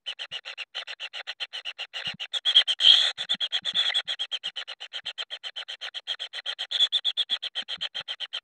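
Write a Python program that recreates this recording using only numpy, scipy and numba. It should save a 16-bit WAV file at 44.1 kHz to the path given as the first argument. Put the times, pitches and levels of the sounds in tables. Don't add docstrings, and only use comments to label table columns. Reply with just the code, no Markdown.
import sys
import numpy as np
from scipy import signal
from scipy.fft import rfft, irfft, next_fast_len
from scipy.io import wavfile
from scipy.ndimage import uniform_filter1d
from numba import njit

SR = 44100
rng = np.random.default_rng(int(sys.argv[2]) if len(sys.argv) > 2 else 0)


def unload_wav(signal):
    wavfile.write(
        sys.argv[1],
        SR,
        np.round(np.clip(np.atleast_2d(signal).T, -1, 1) * 32767).astype(np.int16),
    )


N = 371763


def gain_of(db):
    return 10 ** (np.asarray(db) / 20)


def evened(x):
    return x / np.sqrt(np.mean(x ** 2) + 1e-20)


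def colour(x, points):
    f, db = np.transpose(points)
    size = next_fast_len(len(x))
    hz = np.fft.rfftfreq(size, 1 / SR)
    gain = gain_of(np.interp(np.log(hz + 1), np.log(f + 1), db))
    return irfft(rfft(x, size) * gain, size)[:len(x)]


@njit
def smooth(x, r):
    y = x.copy()
    for i in range(1, len(x)):
        y[i] = r[i] * y[i - 1] + (1 - r[i]) * x[i]
    return y


def resonate(x, hz, width):
    turn = np.exp(2j * np.pi * np.cumsum(hz * np.ones(len(x))) / SR)
    keep = np.exp(-np.pi * width * np.ones(len(x)) / SR)
    return 2 * (turn * smooth(x / turn, keep)).real


def resonate_twice(x, hz, width, second_width):
    return resonate(resonate(x, hz, width), hz, second_width)


def wander(hz):
    slow = signal.butter(2, np.clip(hz, 1, 5000), fs=SR, output="sos")
    return evened(signal.sosfilt(slow, rng.standard_normal(N)))


def add_squawk(whistle, rasp, treble, tick, hz, rough):
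    # time in seconds, whistle level in dB before the soil filter,
    # throat pitch in Hz, rasp level in dB before its filters, treble level in dB.
    squawk = [(2.8, -28, 3207, -41, -50.5), (2.83, -21.5, 3199, -36.5, -43), (2.87, -15.5, 3060, -35, -45),
              (2.901, -12.5, 3312, -37, -49.5), (2.94, -18.5, 3280, -31.5, -42),
              (2.98, -19, 3357, -39.5, -45), (3.03, -24.5, 3414, -32, -43.5),
              (3.08, -26.5, 3490, -33, -43.5), (3.117, -42.5, 3200, -38.5, -52)]
    s, whistle_db, throat_hz, rasp_db, treble_db = np.transpose(squawk)
    t = np.arange(s[0], s[-1], 1 / SR)
    a = round(s[0] * SR)
    span = slice(a, a + len(t))
    edges = signal.windows.tukey(len(t), .02)
    for curve, db in ((whistle, whistle_db), (rasp, rasp_db), (treble, treble_db)):
        curve[span] = edges * gain_of(np.interp(t, s, db))
    tick[a - 550:a - 250] += gain_of(-40.5) * np.hanning(300)
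    hz[span], rough[span] = np.interp(t, s, throat_hz), .85


def call_curves():
    # start in seconds, length in seconds, whistle level in dB before the soil
    # filter, throat pitch in Hz before it bends, rasp level in dB before its filters, treble level in dB.
    calls = [(0.059, 0.074, -30, 2995, -44, -56), (0.184, 0.075, -32.5, 3017, -42.5, -55.5),
             (0.311, 0.084, -30, 2888, -42.5, -55.5), (0.446, 0.094, -33.5, 2830, -41, -56.5),
             (0.573, 0.065, -29, 2772, -43.5, -56.5), (0.738, 0.094, -32.5, 3000, -43, -56),
             (0.867, 0.071, -33, 2820, -43, -54.5), (0.994, 0.086, -31.5, 2923, -45, -56.5),
             (1.129, 0.085, -33, 2930, -41.5, -56.5), (1.263, 0.072, -34, 2950, -41.5, -57),
             (1.396, 0.06, -30.5, 3000, -39, -55), (1.521, 0.096, -32, 2998, -41, -56),
             (1.645, 0.074, -29.5, 2867, -44, -55.5), (1.779, 0.077, -31.5, 2877, -41, -56),
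             (1.93, 0.097, -31.5, 2904, -39, -54), (2.033, 0.1, -27.5, 2880, -37, -53.5),
             (2.191, 0.069, -31, 2916, -44, -55), (2.329, 0.062, -25.5, 3440, -37, -44),
             (2.449, 0.083, -20.5, 3306, -35.5, -46.5), (2.544, 0.079, -13.5, 3213, -32, -45.5),
             (2.674, 0.065, -20, 3180, -35.5, -43.5), (3.17, 0.085, -31, 3433, -37.5, -50),
             (3.289, 0.065, -23.5, 3424, -38.5, -50.5), (3.402, 0.071, -23.5, 3260, -38.5, -53.5),
             (3.519, 0.074, -24.5, 3282, -36, -50), (3.644, 0.08, -26, 3403, -38.5, -48),
             (3.743, 0.12, -20.5, 3420, -34.5, -49), (3.845, 0.066, -23.5, 3350, -36.5, -48.5),
             (3.918, 0.015, -28, 2056, -58, -66), (3.939, 0.069, -22, 3403, -36.5, -47),
             (4.072, 0.076, -26.5, 3347, -36.5, -49.5), (4.189, 0.069, -26.5, 3190, -41.5, -52),
             (4.313, 0.064, -26.5, 3147, -41.5, -51.5), (4.431, 0.073, -28.5, 3063, -41, -53),
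             (4.555, 0.076, -31.5, 3027, -41, -55), (4.672, 0.066, -33.5, 2980, -42.5, -57.5),
             (4.799, 0.071, -34.5, 3000, -44.5, -57), (4.926, 0.074, -31.5, 3100, -42, -56.5),
             (5.051, 0.067, -30.5, 3150, -42, -55), (5.174, 0.059, -31, 3166, -41.5, -54),
             (5.3, 0.075, -34, 3170, -43.5, -59), (5.43, 0.069, -32.5, 3078, -42.5, -55.5),
             (5.555, 0.078, -32.5, 3090, -43.5, -57), (5.679, 0.077, -31.5, 3134, -43, -55.5),
             (5.806, 0.084, -32.5, 3115, -40, -55.5), (5.938, 0.063, -33.5, 3180, -45.5, -56.5),
             (6.068, 0.082, -28, 3260, -40, -53), (6.19, 0.083, -32.5, 3194, -43, -55.5),
             (6.327, 0.076, -32.5, 3216, -41, -55.5), (6.454, 0.081, -29, 3200, -40, -53.5),
             (6.583, 0.072, -28.5, 3230, -40, -53), (6.71, 0.073, -23, 3440, -39, -49.5),
             (6.788, 0.085, -17.5, 3424, -37.5, -44.5), (6.922, 0.074, -20.5, 3430, -43.5, -50.5),
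             (7.044, 0.073, -23.5, 3410, -43, -54.5), (7.167, 0.069, -22, 3406, -43, -55),
             (7.291, 0.081, -25.5, 3360, -40.5, -54), (7.422, 0.063, -29.5, 3285, -44.5, -58),
             (7.549, 0.079, -29, 3150, -38.5, -54.5), (7.679, 0.085, -30.5, 3218, -40.5, -57.5),
             (7.805, 0.071, -27.5, 3170, -40, -54.5), (7.942, 0.076, -29.5, 3140, -40, -56.5),
             (8.073, 0.074, -31, 3140, -40.5, -57), (8.195, 0.065, -30.5, 3134, -43, -57.5),
             (8.327, 0.064, -28, 3166, -41.5, -55)]
    # share of the call's length, level in dB, pitch as a ratio.
    whistle_arc = [(0, -24, .74), (0.079, -16, .93), (.2, -6, 1.01), (.42, -0.65, 1.01), (0.598, 0, .99),
                   (.78, -1, .95), (.9, -9, .84), (1, -14, .62)]
    # share of the length, level in dB.
    rasp_arc = [(0, -18), (.12, -9), (.2, -4), (.4, -0.5), (.75, -2.5), (.92, -2.5), (1, -4)]
    # share of the length, level in dB.
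    treble_arc = [(0, -27), (.2, -3), (.5, 0.75), (1, -8.5)]
    bill_arc = [(0, 0.44), (.18, 0.96), (.62, 0.94), (.85, .7), (1, 0.41)]
    breath_s, tire_db_per_s = .058, -330
    soft_db = -32
    hoarse_soft, clearer_per_db = .8, .03
    firmer_per_db = .045
    hoarse_spread, sag_spread, closing_spread_db = .1, .03, 3.5

    whistle, rasp, treble, tick = np.zeros((4, N))
    bill = np.ones(N)
    hz, rough = np.full(N, 2000.), np.full(N, .8)
    luck = rng.standard_normal((len(calls), 7))
    share, arc_db, ratio = np.transpose(whistle_arc)
    puff, snap = np.hanning(round(0.019 * SR)), np.hanning(30)
    for (s, long, note_db, throat_hz, rasp_db, treble_db), chances in zip(calls, luck):
        open_luck, snap_luck, depth, late, fray, sag, end = chances
        a = round(s * SR)
        u = np.arange(min(round(long * SR), N - a)) / SR / long
        span = slice(a, a + len(u))
        left_s = (1 - u) * long
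        airway = np.clip(left_s / 0.0042, 0, 1) * np.clip(u * long / 0.0041, 0, 1)
        catch = np.exp(-((left_s - .012 - .003 * late) / .002) ** 2)
        airway *= 1 - np.clip(.55 + .4 * depth, 0, .95) * catch

        ending = np.clip((u - .6) / .2, 0, 1)
        tired_db = tire_db_per_s * max(long - breath_s, 0) * ending
        louder_db = note_db - soft_db
        slack = np.clip(1 - firmer_per_db * louder_db, .35, 1)
        closing_db = closing_spread_db * end
        start_db = arc_db * np.where(share < .4, (1 + slack) / 2, 1)
        whistle[span] += airway * gain_of(note_db + tired_db) * np.interp(u, share, gain_of(start_db))
        rasp_db_now = rasp_db + np.interp(u, *np.transpose(rasp_arc)) + closing_db * ending ** 2
        rasp[span] += airway * gain_of(rasp_db_now)
        treble[span] += airway * gain_of(treble_db + np.interp(u, *np.transpose(treble_arc)))

        bend = np.interp(u, share, ratio) - 1 + sag_spread * sag * ending
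        hz[span] = throat_hz * (1 + slack * bend)
        bill[span] = np.interp(u, *np.transpose(bill_arc))
        hoarse = np.clip(hoarse_soft - clearer_per_db * louder_db, .4, 1) + hoarse_spread * fray
        rough[span] = hoarse + np.interp(u, [0, .15, .6, .85], [.6, 0, 0, .6])

        b, c = a - round(0.015 * SR), a + len(u) - 30
        tick[b:b + len(puff)] += gain_of(rasp_db - 15.5 + 2.6 * open_luck) * puff
        tick[c:c + 30] += gain_of(rasp_db + closing_db + 1 + 3.0 * snap_luck) * snap
    add_squawk(whistle, rasp, treble, tick, hz, rough)
    return whistle, rasp, treble, tick, hz, np.clip(rough, 0, 1), bill


def throat_note(breath, throb, turns, hz, rough):
    fuzz = evened(resonate_twice(breath * throb ** 0.35, hz, 60 + 260 * rough ** 2, 680))
    return np.sqrt(2 * (1 - rough ** 2)) * np.cos(turns) + rough * fuzz


def burrow():
    # pitch in Hz, width in Hz of the first of two passes,
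    # relative level in dB.
    modes = [(537, 106, -5.5), (790.4, 130, -1.5), (1416, 170, 2.5), (1903, 143, 3.5), (2530, 150, -0.5),
             (3513, 150, 0), (4076, 206, -4)]
    click = signal.unit_impulse(2048)
    rings = 0
    for k, (f, width, db) in enumerate(modes):
        rings = rings + (-1) ** k * gain_of(db) * resonate_twice(click, f, width, 2 * width)
    return rings / np.linalg.norm(rings)


def strained(rasped, rasp):
    usual_rasp_db, lows_per_db, highs_per_db = -44.5, -0.43, -0.14
    strength_db = 10 * np.log10(abs(uniform_filter1d(rasp ** 2, 8000)) + 1e-12)
    push_db = np.clip(strength_db - usual_rasp_db, -6, 12)
    lows = signal.sosfiltfilt(signal.butter(2, 900, "low", fs=SR, output="sos"), rasped)
    highs = signal.sosfiltfilt(signal.butter(2, 3700, "high", fs=SR, output="sos"), rasped)
    lows_change = (gain_of(lows_per_db * push_db) - 1) * lows
    return rasped + lows_change + (gain_of(highs_per_db * push_db) - 1) * highs


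def burrow_rasp(breath, throb, rough, rasp, tick, bill):
    bill_db, open_bill_hz, bill_width_hz = 11, 3100, 320
    crackle = gain_of(3.44 * wander(97) * rough ** 3 - 1.5)
    drive = breath * (throb * crackle * rasp + 0.58 * tick)
    rasped = gain_of(4.5) * signal.oaconvolve(drive, burrow())[:N]
    sweep = evened(resonate_twice(breath * throb, bill * open_bill_hz, bill_width_hz, 2 * bill_width_hz))
    rasped += gain_of(bill_db) * np.clip(1 - bill, 0, 1) * rasp * sweep
    return strained(rasped, rasp)


def mouth_treble(air, turns, hz):
    # frequency in Hz, relative gain in dB.
    treble_shape = [(4700, -8), (5500, -0.5), (6000, -5), (6500, -3.5), (8600, 1), (9400, -17.5),
                    (10300, -18), (11500, -16), (13000, -20.5), (14000, -30), (15500, -24.5)]
    gape = 1 + 0.09 * wander(5)
    overtones = 0
    for k, db in ((2, 12.0), (3, -27.0)):
        overtones = overtones + gain_of(db) * evened(resonate(air + 0.77 * np.cos(k * turns), k * hz, 500))
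    mouth = sum(evened(resonate(air, f * gape * hz / 3200, 290)) for f in (5700, 8300))
    hiss = evened(resonate(resonate(air, 2.37 * hz, 1100), 1.87 * hz, 1700))
    return evened(colour(1.3 * hiss + 0.32 * overtones + 0.78 * mouth, treble_shape))


def sizzle():
    # time in seconds, level in dB before flicker and call loudness.
    drift = [(0, -72), (.6, -72), (1.3, -66.5), (2.1, -64), (2.9, -61), (3.2, -74), (4.4, -83), (5.2, -70),
             (6, -65), (6.8, -63.5), (7.4, -72), (8.43, -70)]
    # frequency in Hz, relative gain in dB.
    shape = [(9000, -52), (12000, -21), (13700, -11.5), (14900, -0.8), (15800, 2.5)]
    s, db = np.transpose(drift)
    hiss = evened(colour(rng.standard_normal(N), shape)) * gain_of(3.0 * wander(60))
    return hiss * gain_of(np.interp(np.arange(N) / SR, s, db))


def nestlings():
    # frequency in Hz, gain in dB.
    soil = [(250, -18), (450, -3), (880, -4), (990, -11), (1150, -1), (1650, -3.5), (1900, -0.5),
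            (2250, -3.5), (2700, -2), (3800, 1.5), (4150, 9), (4700, -17.5), (9000, -47)]
    sizzle_full_db = -31
    whistle, rasp, treble, tick, hz, rough, bill = call_curves()
    throb = evened(gain_of(3.56 * resonate(rng.standard_normal(N), 170, 200) / 0.23))
    breath = rng.standard_normal((3, N))
    turns = 2 * np.pi * np.cumsum(hz * (1 + .025 * wander(87.17))) / SR

    note = throat_note(breath[0], throb, turns, hz, rough)
    low = burrow_rasp(breath[1], throb, rough, rasp, tick, bill)
    low += gain_of(5.5) * resonate(breath[0] * tick, 1700, 600)
    body = colour(note * whistle + low, soil + [(16000, -59.5)])

    air = breath[2] * throb ** 0.99
    high = mouth_treble(air, turns, hz) * (treble + 0.09 * tick)
    third = evened(resonate_twice(0.74 * np.cos(3 * turns) + air, 3 * hz, 900, 1600))
    top = sizzle() * np.clip(whistle / gain_of(sizzle_full_db), 0, 1)
    return top + gain_of(-48) * whistle * third + body + high


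def tunnel(x):
    t = np.arange(3000) / SR
    tail = rng.standard_normal(len(t)) * gain_of(-60 * t / 0.067)
    return x + gain_of(-14.0) * signal.oaconvolve(x, tail / np.linalg.norm(tail))[:N]


def bumps():
    # start in seconds, level in dB before a shared boost, pitch in Hz,
    # time to fade by 60 dB in seconds (held between 0.02 and 0.1 below).
    thuds = [(0.308, -53.5, 157.5, 0.082), (2.07, -37, 178, 0.048), (2.138, -34.5, 188.1, 0.043),
             (2.866, -48.5, 136.1, 0.064), (3.18, -56, 141, 0.097), (3.234, -58.5, 174, 0.1),
             (3.343, -32.5, 180, 0.039), (3.617, -51, 172.3, 0.13), (3.732, -45.5, 172, 0.091),
             (4.048, -55.5, 165.7, 0.13), (4.465, -54, 172.5, 0.086), (5.037, -54.5, 167, 0.069),
             (7.305, -52.5, 247, 0.073), (7.619, -48.5, 209.2, 0.066), (7.772, -46, 163.7, 0.095),
             (7.944, -62.5, 183, 0.084), (8.002, -44.5, 167.4, 0.045)]
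    out, t = np.zeros(N + SR), np.arange(SR // 4) / SR
    grit = rng.standard_normal((len(thuds), len(t)))
    for (s, db, hz, fade_s), noise in zip(thuds, grit):
        rise = 1 - np.exp(-(t / 0.0068) ** 3)
        shape = rise * gain_of(db + 11.5 - 60 * t / np.clip(fade_s, .02, .1))
        scuff = evened(resonate_twice(noise, hz, 140, 240))
        a = round(s * SR)
        out[a:a + len(t)] += shape * (.7 * np.sin(2 * np.pi * hz * t) + .45 * scuff)
    return colour(out[:N], [(20, -22.5), (80, 3), (400, 1.0)])


def scene():
    return (tunnel(nestlings()) + bumps())[None]


def record(dry):
    # frequency in Hz, relative gain in dB.
    hush = [(20, -14), (60, -12), (150, -7), (300, -9), (1000, -15), (5000, -24), (16000, -32)]
    hush_db, edge_hz = -89.5, 15800
    offset = -6e-5
    power_db = 10 * np.log10(abs(uniform_filter1d(dry[0] ** 2, 130)) + 1e-14)
    under_db = np.clip(1.1 * (-46 - power_db), 0, 32)
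    gated = dry * gain_of(-uniform_filter1d(under_db, 90))
    noisy = offset + gated + gain_of(hush_db) * evened(colour(rng.standard_normal(N), hush))
    cut = signal.firwin(511, edge_hz, window=("kaiser", 9), fs=SR)
    return signal.oaconvolve(noisy, cut[None], "same")


dry = scene()
out = record(dry)
unload_wav(out)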